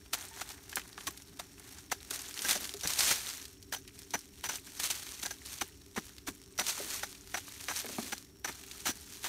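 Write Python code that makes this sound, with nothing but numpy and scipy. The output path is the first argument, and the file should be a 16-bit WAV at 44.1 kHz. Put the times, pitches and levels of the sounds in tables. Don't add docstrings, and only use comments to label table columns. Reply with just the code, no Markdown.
import sys
import numpy as np
from scipy import signal
from scipy.fft import rfft, irfft
from scipy.io import wavfile

SR = 44100
rng = np.random.default_rng(int(sys.argv[2]) if len(sys.argv) > 2 else 0)


def inscribe(sig):
    pcm = np.round(np.clip(np.atleast_2d(sig).T, -1, 1) * 32767)
    wavfile.write(sys.argv[1], SR, pcm.astype(np.int16))


N = 409248
TIME = np.arange(N) / SR
CUTOFF_HZ = 15600


def from_db(db):
    return 10 ** (np.asarray(db) / 20)


def rms_one(x):
    return x / np.sqrt(np.mean(x ** 2) + 1e-20)


def peak_one(x):
    return x / np.abs(x).max()


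def curve(rows):
    return np.interp(TIME, *np.transpose(rows))


def add(track, s, sound):
    start = max(0, int(s * SR))
    track[start:start + len(sound)] += sound[:max(0, N - start)]


def colour(x, spectrum, size=4096):
    hz, db = np.transpose(spectrum)
    bins_hz = np.fft.rfftfreq(size, 1 / SR)
    log_gain = np.log(from_db(np.interp(np.log(bins_hz + 1), np.log(hz), db)))
    cepstrum = irfft(log_gain)[:size // 2]
    response = irfft(np.exp(2 * rfft(cepstrum, size)))
    return signal.oaconvolve(x, response / np.linalg.norm(response))[:N]


def ring(x, hz, t60):
    radius = from_db(-60 / (t60 * SR))
    angle = 2 * np.pi * min(hz, SR / 2) / SR
    feedback = [1, -2 * radius * np.cos(angle), radius * radius]
    return signal.lfilter([0, np.sin(angle)], feedback, x + 1e-18)


def wander(per_s, size=16384):
    corners = np.clip(rng.standard_normal(size), -2, 2)
    return np.interp(TIME * per_s, np.arange(size), corners)


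def flutter(per_s, depth_db):
    return rms_one(from_db(depth_db * wander(per_s)))


def detune(x, per_s, share):
    return np.interp(TIME + share / per_s * wander(per_s), TIME, x)


def grains(per_s, spread_db):
    sizes = rms_one(from_db(spread_db * np.minimum(rng.exponential(1, N), 4)))
    chance = np.minimum(per_s / SR, 1)
    struck = rng.random(N) < chance
    return sizes * rng.choice([-1, 1], N) * struck / np.sqrt(chance)


def burst(s, length_s, db, rise_db_per_s, fall_db_per_s):
    before_s = np.maximum(s - TIME, 0)
    after_s = np.maximum(TIME - s - length_s, 0)
    below_db = before_s * rise_db_per_s + after_s * fall_db_per_s
    power, near = np.zeros(N), below_db < 60
    power[near] = from_db(db - below_db[near]) ** 2
    return power


# start in seconds, length in seconds, then relative levels in dB
HOE_BITES = [(0.134, 0.014, -34.5, -28.5, -56, -69), (0.412, 0.012, -39.5, -36.5, -56, -65),
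             (0.769, 0.014, -36, -38.5, -62, -43), (1.071, 0.011, -51, -34.5, -43, -40.5),
             (1.396, 0.0022, -34, -38, -52, -61), (1.917, 0.01, -33, -33, -38.5, -54),
             (2.11, 0.0034, -41.5, -36, -54, -48), (2.449, 0.003, -41, -38, -35.5, -59),
             (2.487, 0.035, -40.5, -30, -42.5, -58), (2.55, 0.012, -42, -38, -40, -41),
             (2.834, 0.028, -46.5, -40.5, -42.5, -37), (3.106, 0.021, -34.5, -29.5, -57, -48),
             (3.725, 0.026, -38, -35.5, -45.5, -60), (3.763, 0.0054, -52, -47, -44, -73),
             (4.138, 0.017, -31.5, -36.5, -40, -36.5), (4.44, 0.03, -40.5, -39, -46, -62),
             (4.49, 0.016, -39.5, -38.5, -41, -69), (4.509, 0.053, -51, -44.5, -51, -66),
             (4.799, 0.0057, -42, -33.5, -45, -74), (4.904, 0.0098, -41.5, -29, -43, -55),
             (5.23, 0.007, -44, -34, -48, -49), (5.252, 0.019, -41, -56, -43.5, -55),
             (5.309, 0.01, -46, -42, -43, -67), (5.612, 0.011, -35, -33.5, -41.5, -38.5),
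             (5.963, 0.023, -39.5, -43, -51, -32), (6.273, 0.018, -38.5, -37, -47, -34),
             (6.588, 0.0313, -34, -37, -41, -37.5), (7.032, 0.007, -34, -37, -43, -52),
             (7.342, 0.014, -33.5, -39.5, -40, -53), (7.372, 0.011, -38.5, -37.5, -55, -61),
             (7.685, 0.036, -38, -42, -43.5, -54), (8.123, 0.011, -34, -36, -41, -47),
             (8.446, 0.013, -35, -38.5, -41, -49), (8.476, 0.024, -39, -41.5, -51, -40.5),
             (8.857, 0.014, -35.5, -32.5, -41.5, -48), (8.87, 0.039, -41, -34.5, -40, -40),
             (9.242, 0.041, -42, -37.5, -53, -61)]


def contact(part, rise_s, fall_s, ease_db):
    power = np.zeros(N)
    t = np.arange(SR // 4) / SR - 1 / 20
    column = ["s", "length", "earth", "grit", "ring"].index(part)
    for row in HOE_BITES:
        start, length = row[:2]
        outside = np.maximum(-t, 0) / rise_s + np.maximum(t - length, 0) / fall_s
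        progress = np.clip(t / length, 0, 1)
        force = from_db(row[column] + ease_db * (.5 - progress)) * np.exp(-outside)
        add(power, start + t[0], force ** 2)
    return np.sqrt(power)


# mode in Hz (before detuning), relative level in dB, t60 in seconds.
BLADE_MODES = [(800, -9.5, 0.012), (1630, -3, 0.042), (2200, -22, 0.036), (5950, 3, 0.011),
               (5970, -1.5, 0.08), (13300, -14, 0.015)]
# frequency in Hz, relative level in dB per Hz.
EARTH_SPECTRUM = [(120, -24), (300, -5.5), (520, -6.5), (800, 2.5), (1100, -1.5), (1550, 2), (2200, -1),
                  (3000, -14), (6000, -56)]
# frequency in Hz, relative level in dB per Hz.
GRIT_SPECTRUM = [(900, -13), (2000, -1.5), (3000, 2.5), (4200, 2.5), (5000, -1), (6400, 1.5), (8000, -1),
                 (9700, -1), (10600, -6.5), (12000, -3.5), (15500, -7.5)]


def hoe(earth_db, grit_db, blade_db):
    slips = flutter(per_s=670, depth_db=3)
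    crumb_force = contact("earth", rise_s=0.00065, fall_s=0.0039, ease_db=5.5)
    crumbs = grains(per_s=4500, spread_db=2.5) * slips * crumb_force
    sand_force = contact("grit", rise_s=0.0025, fall_s=0.0059, ease_db=4.0)
    sand = grains(per_s=12000, spread_db=1.5) * slips * sand_force
    scratch_force = contact("ring", rise_s=0.00079, fall_s=0.01, ease_db=8.0)
    scratch = grains(per_s=10000, spread_db=-0.5) * scratch_force
    steel = np.zeros(N)
    for hz, db, t60 in BLADE_MODES:
        energy_scale = np.sqrt(4 * np.log(1000) / (t60 * SR))
        steel += from_db(db) * ring(scratch, hz, t60) * energy_scale
    steel = detune(steel, per_s=8, share=0.0042)
    soil = from_db(earth_db) * colour(crumbs, EARTH_SPECTRUM) + from_db(grit_db) * colour(sand, GRIT_SPECTRUM)
    return soil + from_db(blade_db) * steel


# frequency in Hz, relative level in dB per Hz.
GROUND_SPECTRUM = [(40, -12), (110, -2.5), (200, 2.5), (350, 3), (560, -12.5), (1200, -14), (4000, -72)]
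THUD_AT_SHARE = .55


def thuds(level_db, fall_s, size=4096):
    force, t = np.zeros(N), np.arange(size) / SR
    for s, length, *_, db in HOE_BITES:
        add(force, s + THUD_AT_SHARE * length, from_db(db + level_db) * np.exp(-t / fall_s))
    return colour(force * rng.standard_normal(N), GROUND_SPECTRUM)


# fastest moment in seconds, swell in dB per second, stirring level in dB.
LEAF_SWEEPS = [(0.409, 119, -45.5), (1.07, 117, -58), (1.793, 70, -50), (2.135, 500, -37),
               (2.512, 127, -30), (2.906, 205, -31.5), (3, 257, -28), (3.042, 193, -31),
               (3.085, 202, -28.5), (3.12, 146, -28), (4.44, 83, -53.5), (4.54, 224, -42.5),
               (4.843, 255, -31), (6.688, 276, -30.5), (7.78, 119, -34)]
# start in seconds, length in seconds, stirring level in dB.
EARTH_SHOWERS = [(0.205, 0.027, -48), (0.498, 0.0093, -48), (0.703, 0.078, -53), (1.0, 0.042, -53),
                 (1.646, 0.065, -55), (2.18, 0.087, -46), (2.572, 0.08, -42.5), (3.164, 0.16, -41),
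                 (3.393, 0.039, -56), (3.956, 0.25, -57.5), (4.667, 0.079, -50.5), (4.93, 0.048, -41),
                 (5.066, 0.21, -46.5), (5.479, 0.073, -46), (5.991, 0.048, -52.5), (6.766, 0.052, -40),
                 (6.9, 0.06, -38), (7.32, 0.29, -49.5), (7.891, 0.2, -44.5), (8.513, 0.11, -49.5),
                 (8.72, 0.11, -49), (9.12, 0.3, -50.5)]
# time in seconds, stirring level in dB.
LEAF_SETTLING = [(0, -61), (.8, -57.5), (1.5, -58.5), (1.88, -62), (2.05, -54), (3.68, -64), (4.3, -62.5),
                 (5.85, -60.5), (6.5, -61.5), (7.2, -54.5), (8.38, -70), (9, -52)]
SHAKE_DB = -15
SHAKE_RISE_DB_PER_S, SHAKE_FALL_DB_PER_S = 1500, 167
SWEEP_FALL_DB_PER_S = 212
SHOWER_RISE_DB_PER_S, SHOWER_FALL_DB_PER_S = 224, 97.5


def stirring():
    shaken = sum(burst(s + length, 0, grit + SHAKE_DB, SHAKE_RISE_DB_PER_S, SHAKE_FALL_DB_PER_S)
                 for s, length, _, grit, _, _ in HOE_BITES)
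    dragged = sum(burst(s, 0, db, swell, SWEEP_FALL_DB_PER_S) for s, swell, db in LEAF_SWEEPS)
    showered = sum(burst(s, length, db, SHOWER_RISE_DB_PER_S, SHOWER_FALL_DB_PER_S)
                   for s, length, db in EARTH_SHOWERS)
    settling = from_db(curve(LEAF_SETTLING)) ** 2
    return 10 * np.log10(shaken + dragged + showered + settling)


# frequency in Hz, relative level in dB per Hz.
LEAF_SPECTRUM = [(200, -10.5), (650, -7.5), (1000, -5), (1800, -1.5), (3000, -1), (4300, 1.5), (5000, -1.5),
                 (6100, 3), (7400, -0.5), (9600, 0), (10500, -7), (11700, -2.5), (15500, -9.5)]
# time in seconds, relative level in dB following the leaves.
LOOSE_EARTH_LEVEL = [(0, -0.5), (.5, -2.5), (1.8, -5.5), (2.1, -6), (3.1, -13), (4.4, -22), (6.9, -11),
                     (7.6, -20.5), (8.5, -4.5), (9.28, -30)]
EVEN_RUSH_DB = -31


def litter(stir_db, leaves_db, crackle_db, dust_db, earth_db, cycles, count=18):
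    per_s = 65 * from_db(.65 * (stir_db + 49.5))
    uneven = 1 / (1 + from_db(stir_db - EVEN_RUSH_DB))
    fragments = np.zeros(N)
    for hz in np.geomspace(900, 14000, count):
        rings = ring(grains(per_s, spread_db=4.0), hz, cycles / hz)
        rings = detune(rings, per_s=30, share=.05)
        flurries = flutter(per_s=50, depth_db=4.8 * uneven)
        fragments += np.sqrt(hz) * rms_one(rings) * flurries
    crackle = grains(3.5 * per_s, spread_db=3.5)
    dust = rng.standard_normal(N) * flutter(per_s=270, depth_db=-0.6)
    mix = from_db(leaves_db) * rms_one(fragments) + from_db(crackle_db) * crackle + from_db(dust_db) * dust
    stir = from_db(stir_db) * flutter(per_s=100, depth_db=2.35 * uneven)
    clumps = flutter(per_s=130, depth_db=3.0) * from_db(curve(LOOSE_EARTH_LEVEL) + earth_db)
    crumbs = grains(30 * per_s, spread_db=4.5) * clumps
    return colour(stir * mix, LEAF_SPECTRUM) + colour(stir * crumbs, EARTH_SPECTRUM)


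# start in seconds, relative level in dB, centre in Hz.
LOUD_SNAPS = [(.4904, -36, 5270), (.6952, -38, 6100), (.7286, -38, 2300), (.757, -22.5, 9300),
              (.7953, -34, 2770), (.8166, -40, 2800), (.978, -39, 2600), (1.007, -40, 2200),
              (1.175, -38.5, 5100), (1.221, -42, 5700), (1.3975, -32, 3800), (1.5967, -41, 7350),
              (2.1074, -28, 7200), (2.192, -33, 5400), (2.31, -36, 3400), (2.3413, -34, 5570),
              (2.3694, -46, 5330), (2.376, -31, 2950), (2.3913, -28, 3400), (2.4195, -26.5, 6500),
              (2.5105, -18, 4480), (2.5294, -22, 4870), (2.5543, -27, 5400), (2.6444, -30, 3900),
              (2.6932, -30.5, 4170), (2.739, -30.5, 5400), (2.81, -32, 4530), (2.857, -29, 1800),
              (2.874, -20, 6700), (2.9353, -23.5, 5400), (2.9905, -18.5, 5840), (3.0067, -17.5, 4400),
              (3.415, -41, 6100), (3.4537, -35.5, 4340), (3.627, -41.5, 5500), (3.8772, -39, 5200),
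              (3.9903, -37.5, 7140), (4.1068, -38.5, 5100), (4.191, -37, 7200), (4.5567, -29.5, 6160),
              (4.7996, -28, 5460), (4.911, -24.5, 6200), (5.106, -46, 5800), (5.26, -26, 4600),
              (5.46, -35, 6300), (5.978, -26.5, 1300), (6.1824, -39, 3420), (6.4379, -47, 4500),
              (6.5785, -32.5, 5200), (6.5963, -20, 4900), (6.666, -24.5, 4170), (6.9003, -41, 4700),
              (7.1502, -42, 3500), (7.3447, -38, 2600), (7.6844, -25, 1550), (7.7615, -28, 4500),
              (7.8645, -34.5, 1900), (7.9569, -43, 3500), (8.046, -39, 4000), (8.1802, -35.5, 5950),
              (8.7127, -34.5, 4000)]
SMALL_SNAPS_PER_S = 10
SMALL_SNAP_DB, SMALL_SNAP_SPREAD_DB = -47, 5.5
SMALL_SNAP_FOLLOWS = 0.57
SMALL_SNAP_HZ, SMALL_SNAP_OCTAVES = 5200, 1


def breakages(stir_db):
    at = rng.integers(0, N, int(SMALL_SNAPS_PER_S * N / SR))
    strength, pitch = np.clip(rng.standard_normal((len(at), 2)), -2, 1).T
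    swing_db = stir_db[at] - np.median(stir_db)
    db = SMALL_SNAP_DB + SMALL_SNAP_FOLLOWS * swing_db + SMALL_SNAP_SPREAD_DB * strength
    hz = SMALL_SNAP_HZ * 2 ** (SMALL_SNAP_OCTAVES * pitch)
    return LOUD_SNAPS + list(zip(at / SR, db, hz))


def snaps(rows, level_db, crack_s, tail_db, tail_s, octaves, size=1024):
    out, t = np.zeros(N), np.arange(size) / SR
    shape = np.exp(-t / crack_s) + from_db(tail_db) * np.exp(-t / tail_s)
    for (s, db, hz), noise in zip(rows, rng.standard_normal((len(rows), size))):
        edges = [min(hz, SR / 4) / 2 ** octaves, min(hz * 2 ** octaves, CUTOFF_HZ)]
        band = signal.butter(1, edges, "band", fs=SR, output="sos")
        crack = signal.sosfilt(band, noise * shape)
        rms_2ms = np.sqrt(np.sum(crack ** 2) / (.002 * SR))
        add(out, s, from_db(db + level_db) * crack / rms_2ms)
    return out


# start in seconds, relative peak in dB, lowest pitch in Hz, its t60 in seconds.
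CLOD_KNOCKS = [(0.7287, -26.5, 1740, 0.022), (0.979, -27, 1160, 0.015), (1.075, -25, 1080, 0.031),
               (1.397, -28, 745, 0.013), (2.453, -24, 1660, 0.016), (2.556, -29, 596, 0.026),
               (2.743, -34, 406, 0.12), (5.617, -22.5, 775, 0.01), (6.777, -32, 1000, 0.016),
               (6.799, -31, 546, 0.04), (6.803, -31.5, 406, 0.11), (7.845, -28, 458, 0.041),
               (7.891, -30, 600, 0.018), (7.984, -23, 705, 0.02), (7.987, -21.5, 232, 0.084)]


def knocks(level_db, overtone, overtone_db, crumble_db, crumble_s, crunch_db, size=8192, count=4):
    out, crunch, t = np.zeros(N), np.zeros(N), np.arange(size) / SR
    for (s, db, hz, t60), noise in zip(CLOD_KNOCKS, rng.standard_normal((len(CLOD_KNOCKS), size))):
        crumbs = noise * np.exp(-t / crumble_s)
        click = t == 0
        jolt = np.diff(click + from_db(crumble_db) * crumbs, prepend=0)
        note = np.zeros(size)
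        for k in range(count):
            mode = peak_one(ring(jolt, hz * overtone ** k, t60 / (1 + k)))
            note += (-1) ** k * from_db(k * overtone_db) * mode
        add(out, s, from_db(db + level_db) * peak_one(note))
        add(crunch, s, from_db(db + crunch_db) * crumbs)
    return out + colour(crunch, EARTH_SPECTRUM)


# start in seconds, length in seconds, level in dB.
CLOD_TUMBLES = [(2.397, 0.23, -53.5), (6.788, 0.056, -52), (7.863, .05, -48.5), (8.024, 0.039, -51.5)]
# frequency in Hz, relative level in dB per Hz.
TUMBLE_SPECTRUM = [(120, -26), (230, 4), (340, -1), (600, -9.5), (1200, -23)]
TUMBLE_RISE_DB_PER_S, TUMBLE_FALL_DB_PER_S = 900, 150


def tumbles(bumps_per_s):
    power = sum(burst(s, length, db, TUMBLE_RISE_DB_PER_S, TUMBLE_FALL_DB_PER_S)
                for s, length, db in CLOD_TUMBLES)
    return colour(np.sqrt(power) * grains(bumps_per_s, spread_db=-1.5), TUMBLE_SPECTRUM)


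SQUEAK_S, SQUEAK_HZ = .311, 905


def squeak(level_db, octave_db, fall_s):
    age = np.maximum(TIME - SQUEAK_S, 0)
    phase = 2 * np.pi * SQUEAK_HZ * age
    tone = (np.sin(phase) + from_db(octave_db) * np.sin(2 * phase)) * np.exp(-age / fall_s)
    return from_db(level_db) * tone * flutter(per_s=310, depth_db=3)


# frequency in Hz, relative level in dB per Hz.
RUMBLE_SPECTRUM = [(20, -29), (33, -16), (48, -0.5), (70, 3), (110, -1.5), (150, -9), (195, -5.5),
                   (230, -10), (285, 1), (335, -12.5), (395, 0), (480, -23), (1000, -28.5), (4000, -35),
                   (15000, -33)]


def rumble(level_db):
    return from_db(level_db) * colour(rng.standard_normal(N), RUMBLE_SPECTRUM)


# frequency in Hz, relative level in dB per Hz.
HISS_SPECTRUM = [(4900, -24), (5450, 17), (5700, 15), (6030, 0), (6300, -24)]


def far_hiss(level_db):
    return from_db(level_db) * colour(rng.standard_normal(N), HISS_SPECTRUM)


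def scene():
    digging = hoe(earth_db=-2.0, grit_db=-1.5, blade_db=-4.5) + thuds(level_db=0.0, fall_s=0.011)
    stir_db = stirring()
    leaves = litter(stir_db, leaves_db=-8.0, crackle_db=-6.5, dust_db=-4.5, earth_db=-7.0, cycles=16.4)
    twigs = snaps(breakages(stir_db), level_db=-3.0, crack_s=.0004, tail_db=-3.5, tail_s=0.0051, octaves=0.59)
    clods = knocks(level_db=-5.5, overtone=1.75, overtone_db=-8.0,
                   crumble_db=-22.0, crumble_s=0.0066, crunch_db=-19.5)
    clods += tumbles(bumps_per_s=400)
    faint_squeak = squeak(level_db=-50, octave_db=-5, fall_s=.03)
    background = rumble(level_db=-57.5) + far_hiss(level_db=-70.0)
    return (digging + leaves + twigs + clods + faint_squeak + background)[None]


def record(dry):
    treble_cut = signal.ellip(12, .1, 80, CUTOFF_HZ, fs=SR, output="sos")
    return signal.sosfilt(treble_cut, dry)


dry = scene()
out = record(dry)
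inscribe(out)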